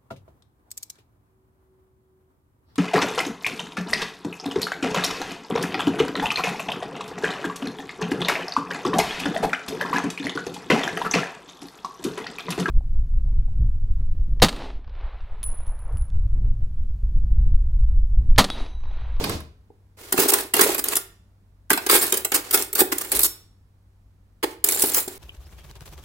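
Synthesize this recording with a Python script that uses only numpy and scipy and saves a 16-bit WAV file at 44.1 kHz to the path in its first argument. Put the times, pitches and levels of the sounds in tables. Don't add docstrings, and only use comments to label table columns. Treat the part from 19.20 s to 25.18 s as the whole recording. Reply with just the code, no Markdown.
import sys
import numpy as np
from scipy import signal
from scipy.fft import rfft, irfft
from scipy.io import wavfile
from scipy.ndimage import uniform_filter1d

SR = 44100
rng = np.random.default_rng(int(sys.argv[2]) if len(sys.argv) > 2 else 0)


def wav_record(signal):
    frames = np.transpose(np.atleast_2d(signal))
    bounded = np.clip(frames, -1, 1)
    quanta = np.round(bounded * 32767).astype(np.int16)
    wavfile.write(sys.argv[1], SR, quanta)


N = 263718
TIME = np.arange(N) / SR
HIT = np.arange(8192) / SR
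TOP_HZ = 15900

# start in seconds, bright crack and dull clack levels in relative dB.
SHARP_HITS = [(.039, -19, -20), (0.094, -25, -22.5), (.203, -40, -39), (.923, -7.5, -16.5),
              (.977, -12.5, -17), (.998, -11.5, -25), (1.088, -12.5, -17), (1.118, -15, -22),
              (1.137, -4, -15), (1.184, -18, -22.5), (1.337, -9.5, -14), (1.365, -14, -18.5),
              (1.392, -11.5, -12.5), (1.41, -2, -13.5), (1.545, -15.5, -22), (1.64, -13.5, -29),
              (1.684, -10.5, -31.5), (1.754, -11.5, -29), (1.765, -8.5, -23.5), (2.503, -7, -10),
              (2.531, -10, -15.5), (2.574, -19, -19), (2.663, -15.5, -21), (2.695, -9.5, -10.5),
              (2.711, -7, -17.5), (2.922, -8.5, -14.5), (2.94, -8.5, -30.5), (2.971, -14, -31),
              (3.047, -9, -22.5), (3.118, -12.5, -18.5), (3.144, -8.5, -27.5), (3.309, -13.5, -27.5),
              (3.342, -1.5, -14.5), (3.374, -12, -22.5), (3.422, -15, -37.5), (3.529, -14.5, -27),
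              (3.551, -9, -25), (3.604, -5.5, -15.5), (3.782, -12.5, -38), (3.845, -22, -34),
              (3.917, -12, -27), (3.991, -7.5, -26), (4.032, -6.5, -38), (5.441, -4, -23.5),
              (5.487, -2, -21), (5.52, -10, -29), (5.595, -12, -32), (5.62, -6.5, -27), (5.744, -6, -28.5),
              (5.878, -21.5, -39)]
# start and length in seconds, steel and plastic levels in relative dB.
SCRAPES = [(.985, 0.059, -14.5, -21), (1.08, .028, -11, -30), (1.134, .012, -10.5, -24),
           (1.394, 0.055, -14, -21.5), (1.575, 0.028, -18, -28), (1.715, 0.024, -26, -26.5),
           (2.497, 0.024, -20, -23.5), (2.688, 0.095, -12.5, -19), (2.809, 0.041, -14.5, -27),
           (3.137, 0.032, -14.5, -23), (3.326, 0.037, -14.5, -26.5), (3.577, 0.049, -12.5, -24.5),
           (3.717, 0.018, -20, -22.5), (3.808, 0.015, -23, -31), (4.026, 0.044, -15, -30.5),
           (5.227, 0.021, -25, -21.5), (5.63, 0.026, -27, -26.5), (5.738, 0.064, -13, -30)]
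# start in seconds, level in relative dB, main resonance in Hz.
KNOCKS = [(.01, -24, 410), (.071, -24.5, 408), (0.502, -42, 407), (.941, -18.5, 355), (.988, -12.5, 395),
          (1.057, -15.5, 345), (1.126, -18.5, 374), (1.343, -17.5, 364), (1.392, -13, 403),
          (1.417, -15.5, 379), (1.462, -18.5, 470), (1.492, -17, 372), (2.513, -20.5, 306),
          (2.666, -23.5, 394), (2.73, -15, 420), (2.75, -16, 448), (3.141, -30, 356), (3.342, -26.5, 390),
          (3.616, -12.5, 392), (3.724, -20, 351), (5.24, -13.5, 399), (5.559, -27, 414),
          (5.638, -16.5, 398), (5.774, -23.5, 432), (5.877, -25.5, 362)]
# start and hold in seconds, tray rub and steel jostle levels in relative dB.
PUSHES = [(0.768, 0.34, -41, -51), (0.958, 0.25, -25, -25.5), (1.334, 0.19, -22, -23),
          (1.648, 0.1, -29.5, -30), (2.502, 0.015, -28.5, -23), (2.612, .03, -38.5, -46),
          (2.69, 0.19, -26, -21), (2.92, .06, -29.5, -33.5), (3.121, 0.056, -27.5, -36.5),
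          (3.24, 0.076, -37.5, -49), (3.33, 0.081, -28, -24), (3.556, 0.023, -28.5, -29),
          (3.72, 0.21, -38, -36), (3.915, 0.091, -27.5, -15), (5.236, 0.082, -42, -61),
          (5.44, 0.36, -30, -19), (5.88, 0.12, -43, -44)]
# start in seconds, level in dB, pitch in Hz.
BUMPS = [(0.137, -27.5, 74), (3.949, -35.5, 56.4)]
# frequency in Hz, level in relative dB, 60 dB decay time in seconds.
FORK_MODES = [(3440, -22, .55), (4651, -12, .18), (5394, -2, .4), (7553, -14, .2), (8700, -10, .2),
              (9545, -7, .29), (9846, -5, .22), (11200, -5, .15), (13990, -4, .27)]
KNIFE_MODES = [(3289, -19, .25), (4226, -22, .35), (7224, -6, .15), (8500, -15, .28), (10530, -9, .22),
               (13770, -9, .22)]
# multiple of its main resonance, level in relative dB, 60 dB decay time in seconds.
TRAY_MODES = [(.52, -20, 0.046), (.8, -5.5, 0.04), (1, 0.5, 0.045), (1.17, -7, 0.045), (1.83, -11, 0.033),
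              (2.15, -5, 0.028)]
# frequency in Hz, gain in relative dB.
STEEL_EQ = [(1000, -37), (2800, -14), (4500, -9), (6500, -3.5), (8500, 3), (14000, 2.5), (16000, 3)]
PLASTIC_EQ = [(60, -21.5), (170, -14.5), (300, 5), (410, 14.5), (570, -3), (850, 3), (1800, 2),
              (3000, -1.5), (5000, -7), (10000, -50)]
TRAY_RUB_EQ = [(60, -19.5), (200, -9.5), (410, 6), (560, -4.5), (1900, -8.5), (4500, -11), (9000, -11),
               (16000, -14)]
ROLLER_EQ = [(25, -8), (70, -9), (130, -3), (420, -9.5), (620, -13.5), (1500, -25), (5000, -23.5),
             (14000, -36)]
ROOM_TONE_EQ = [(25, -15), (55, -0.5), (110, -18), (180, -18), (400, -31), (1000, -37), (3000, -48.5),
                (15000, -52)]
# frequency in Hz, gain in dB.
WIDTH_EQ = [(200, -16), (400, -13), (750, -1.5), (2300, 0.5), (4400, 1), (8100, -6.5), (15000, -18)]
LEFT_EQ = [(150, 1.1), (1100, -2.4), (4000, -1.3)]
RIGHT_EQ = [(150, 0.51), (1100, 1.9), (4000, -0.33)]
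# frequency in Hz, RMS level in dB.
MAINS_HUM = [(48.4, -69.5), (96.9, -59.5)]


def clinks_and_click(crack_trim_db=-3, clack_trim_db=-5, ring_db=-22, crack_t60=.022, clack_t60=.064):
    out = np.zeros((2, N))
    bite = 1 - np.exp(-HIT / .00057)
    for start, crack_db, clack_db in SHARP_HITS:
        force = chatter()
        ringing = ring(FORK_MODES + KNIFE_MODES, HIT, scale=rng.uniform(.8, 1.15), contact_t60=.12)
        crack = contact_spot(colour(noise(len(HIT)) * bite * fade(HIT, crack_t60), STEEL_EQ))
        bright = at_peak(crack, 0) + at_peak(ringing, ring_db)
        clack = contact_spot(colour(noise(len(HIT)) * bite * fade(HIT, clack_t60), PLASTIC_EQ))
        add(out, start, at_peak(signal.fftconvolve(bright, force, axes=1), crack_db + crack_trim_db))
        add(out, start, at_peak(signal.fftconvolve(clack, force, axes=1), clack_db + clack_trim_db))
    return out


def chatter(decay_s=.003, scatter_db=4, rebounds=6):
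    when = rng.uniform(0, 2 * decay_s, rebounds)
    strength = np.exp(-when / decay_s) * undb(scatter_db * rng.standard_normal(rebounds))
    force = np.zeros(len(HIT) // 2)
    force[(when * SR).astype(int)] = strength * rng.choice([-1, 1], rebounds)
    force[0] = .63
    return force[None]


def ring(modes, t, scale=1, contact_t60=np.inf, scatter_db=3):
    hz, db, t60 = np.transpose(modes)
    waves = np.sin(2 * np.pi * scale * hz[:, None] * t) * fade(t, t60[:, None])
    strength = undb(db + scatter_db * rng.standard_normal((2, len(hz))))
    polarity = rng.choice([-1, 1], (2, len(hz)))
    return (strength * polarity) @ waves * fade(t, contact_t60)


def contact_spot(x, lumps_db=3, bands=44):
    hz = np.geomspace(600, TOP_HZ, bands)
    return colour(x, np.column_stack([hz, lumps_db * rng.standard_normal(bands)]))


def scrapes(steel_trim_db=-1, plastic_trim_db=-2, roundness=.34):
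    out = np.zeros((2, N))
    for start, length, steel_db, plastic_db in SCRAPES:
        pressure = np.abs(np.sin(np.pi * np.minimum(HIT / length, 1))) ** roundness
        rub = friction(len(HIT)) * pressure
        for eq, db in (STEEL_EQ, steel_db + steel_trim_db), (PLASTIC_EQ, plastic_db + plastic_trim_db):
            rasp = contact_spot(colour(rub, eq))
            add(out, start, undb(db) * rasp * np.linalg.norm(pressure) / np.linalg.norm(rasp[0]))
    return out


def friction(size, slips_per_s=1000, grain_db=3.5, slip_t60=.063):
    slips = rng.random(size) < slips_per_s / SR
    strength = undb(grain_db * np.minimum(rng.exponential(size=size), 4))
    power = signal.lfilter([1], [1, -fade(2 / SR, slip_t60)], (slips * strength) ** 2)
    return noise(size) * np.sqrt(power / power.mean())


def tray_knocks(trim_db=-2, attack_s=.0013):
    out = np.zeros((2, N))
    attack = 1 - np.exp(-HIT / attack_s)
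    for start, db, hz in KNOCKS:
        add(out, start, at_peak(ring(TRAY_MODES, HIT, scale=hz) * attack, db + trim_db))
    return out


def tray_rub(trim_db=-3):
    force = sum(undb(db + trim_db) * hand_push(start, hold) for start, hold, db, _ in PUSHES)
    return colour(friction(N, slips_per_s=900, grain_db=1.5) * force, TRAY_RUB_EQ)


def jostles(trim_db=-3, ticks_per_s=210, tick_t60=.027, pieces=8):
    force = sum(undb(db + trim_db) * hand_push(start, hold) for start, hold, _, db in PUSHES)
    ticks = (rng.random(N) < ticks_per_s / SR) * force
    struck = rng.integers(0, pieces, N)
    out = np.zeros((2, N))
    for piece in range(pieces):
        crack = contact_spot(colour(noise(len(HIT)) * fade(HIT, tick_t60), STEEL_EQ), lumps_db=6)
        crack /= np.linalg.norm(crack[0])
        out += signal.oaconvolve((ticks * (struck == piece))[None], crack, axes=1)[:, :N]
    return out * np.sqrt(SR / ticks_per_s)


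def hand_push(start, hold, attack_share=.075, ease_db_per_s=9.5, settle_t60=.21):
    t = np.maximum(TIME - start, 0)
    attack = np.minimum(t / (attack_share * hold), 1)
    release = fade(np.clip(t - hold, 0, 1), settle_t60)
    return attack * undb(-ease_db_per_s * t) * release


def lifted_piece(modes, last_touch_s, db):
    out = np.zeros((2, N))
    add(out, last_touch_s, at_peak(ring(modes, TIME[:SR]), db))
    return out


def drawer(roll_db=-30, stop_s=.14, roll_t60=.26, bump_t60=.45, swell_s=.0074):
    out = colour(noise(), ROLLER_EQ) * undb(roll_db) * fade(np.maximum(TIME - stop_s, 0), roll_t60)
    envelope = fade(HIT, bump_t60) * (1 - np.exp(-HIT / swell_s))
    for start, db, hz in BUMPS:
        boom = np.sin(2 * np.pi * hz * HIT) * envelope
        add(out, start, undb(db) * boom[None])
    return out


def reverb(x, wall_db=-17, near_db=-11, near_t60=.25, low_t60=.47, high_t60=.16, split_hz=4000):
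    t = TIME[:SR // 2]
    air = noise(len(t))
    low = signal.sosfilt(signal.butter(2, split_hz, fs=SR, output="sos"), air)
    high = signal.sosfilt(signal.butter(2, split_hz, "high", fs=SR, output="sos"), air)
    bloom = 1 - np.exp(-t / .0063)
    walls = (low * fade(t, low_t60) + undb(1) * high * fade(t, high_t60)) * bloom
    near = noise(len(t)) * fade(t, near_t60) * (t > .002)
    response = undb(wall_db) * walls / np.linalg.norm(walls[0])
    response += undb(near_db) * near / np.linalg.norm(near[0])
    return signal.fftconvolve(x[:1], response, axes=1)[:, :N]


def room_tone(rumble_db=-57):
    out = undb(rumble_db) * colour(noise(), ROOM_TONE_EQ)
    out[0] += sum(np.sqrt(2) * undb(db) * np.sin(2 * np.pi * hz * TIME) for hz, db in MAINS_HUM)
    return out


def undb(db):
    return 10 ** (np.asarray(db) / 20)


def noise(size=N):
    return rng.standard_normal((2, size))


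def fade(t, t60):
    return np.exp(-np.log(1000) * t / t60)


def colour(x, points, keep_power=True, size=2048):
    hz, db = np.transpose(points)
    bin_hz = np.arange(size // 2 + 1) * SR / size
    gain = undb(np.interp(np.log(bin_hz + 1), np.log(hz), db))
    if keep_power:
        gain /= np.sqrt(np.mean(gain ** 2))
    cepstrum = irfft(np.log(gain))
    cepstrum[1:size // 2] *= 2
    cepstrum[size // 2 + 1:] = 0
    response = irfft(np.exp(rfft(cepstrum)))
    return signal.fftconvolve(x, response[None], axes=1)[:, :x.shape[1]]


def at_peak(x, db, window=160):
    power = uniform_filter1d(np.mean(x ** 2, axis=0), window)
    return x * undb(db) / np.sqrt(power.max())


def add(out, start, x):
    i = int(start * SR)
    out[:, i:i + x.shape[1]] += x[:, :N - i]


def scene():
    close = clinks_and_click() + scrapes() + tray_knocks() + tray_rub() + jostles() + drawer()
    close += lifted_piece(KNIFE_MODES, last_touch_s=1.765, db=-44)
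    close += lifted_piece(FORK_MODES, last_touch_s=4.035, db=-32)
    mix = close + reverb(close) + room_tone()
    mid, side = mix[:1], colour(mix[1:], WIDTH_EQ, keep_power=False)
    left = colour(mid + side, LEFT_EQ, keep_power=False)
    left = signal.lfilter([1, 2], [2, 1], left)
    right = colour(mid - side, RIGHT_EQ, keep_power=False)
    return np.vstack([left, right])


def record(dry):
    high_cut = signal.ellip(12, .2, 90, TOP_HZ, fs=SR, output="sos")
    return signal.sosfilt(high_cut, np.clip(dry, -1, 1))


dry = scene()
out = record(dry)
wav_record(out)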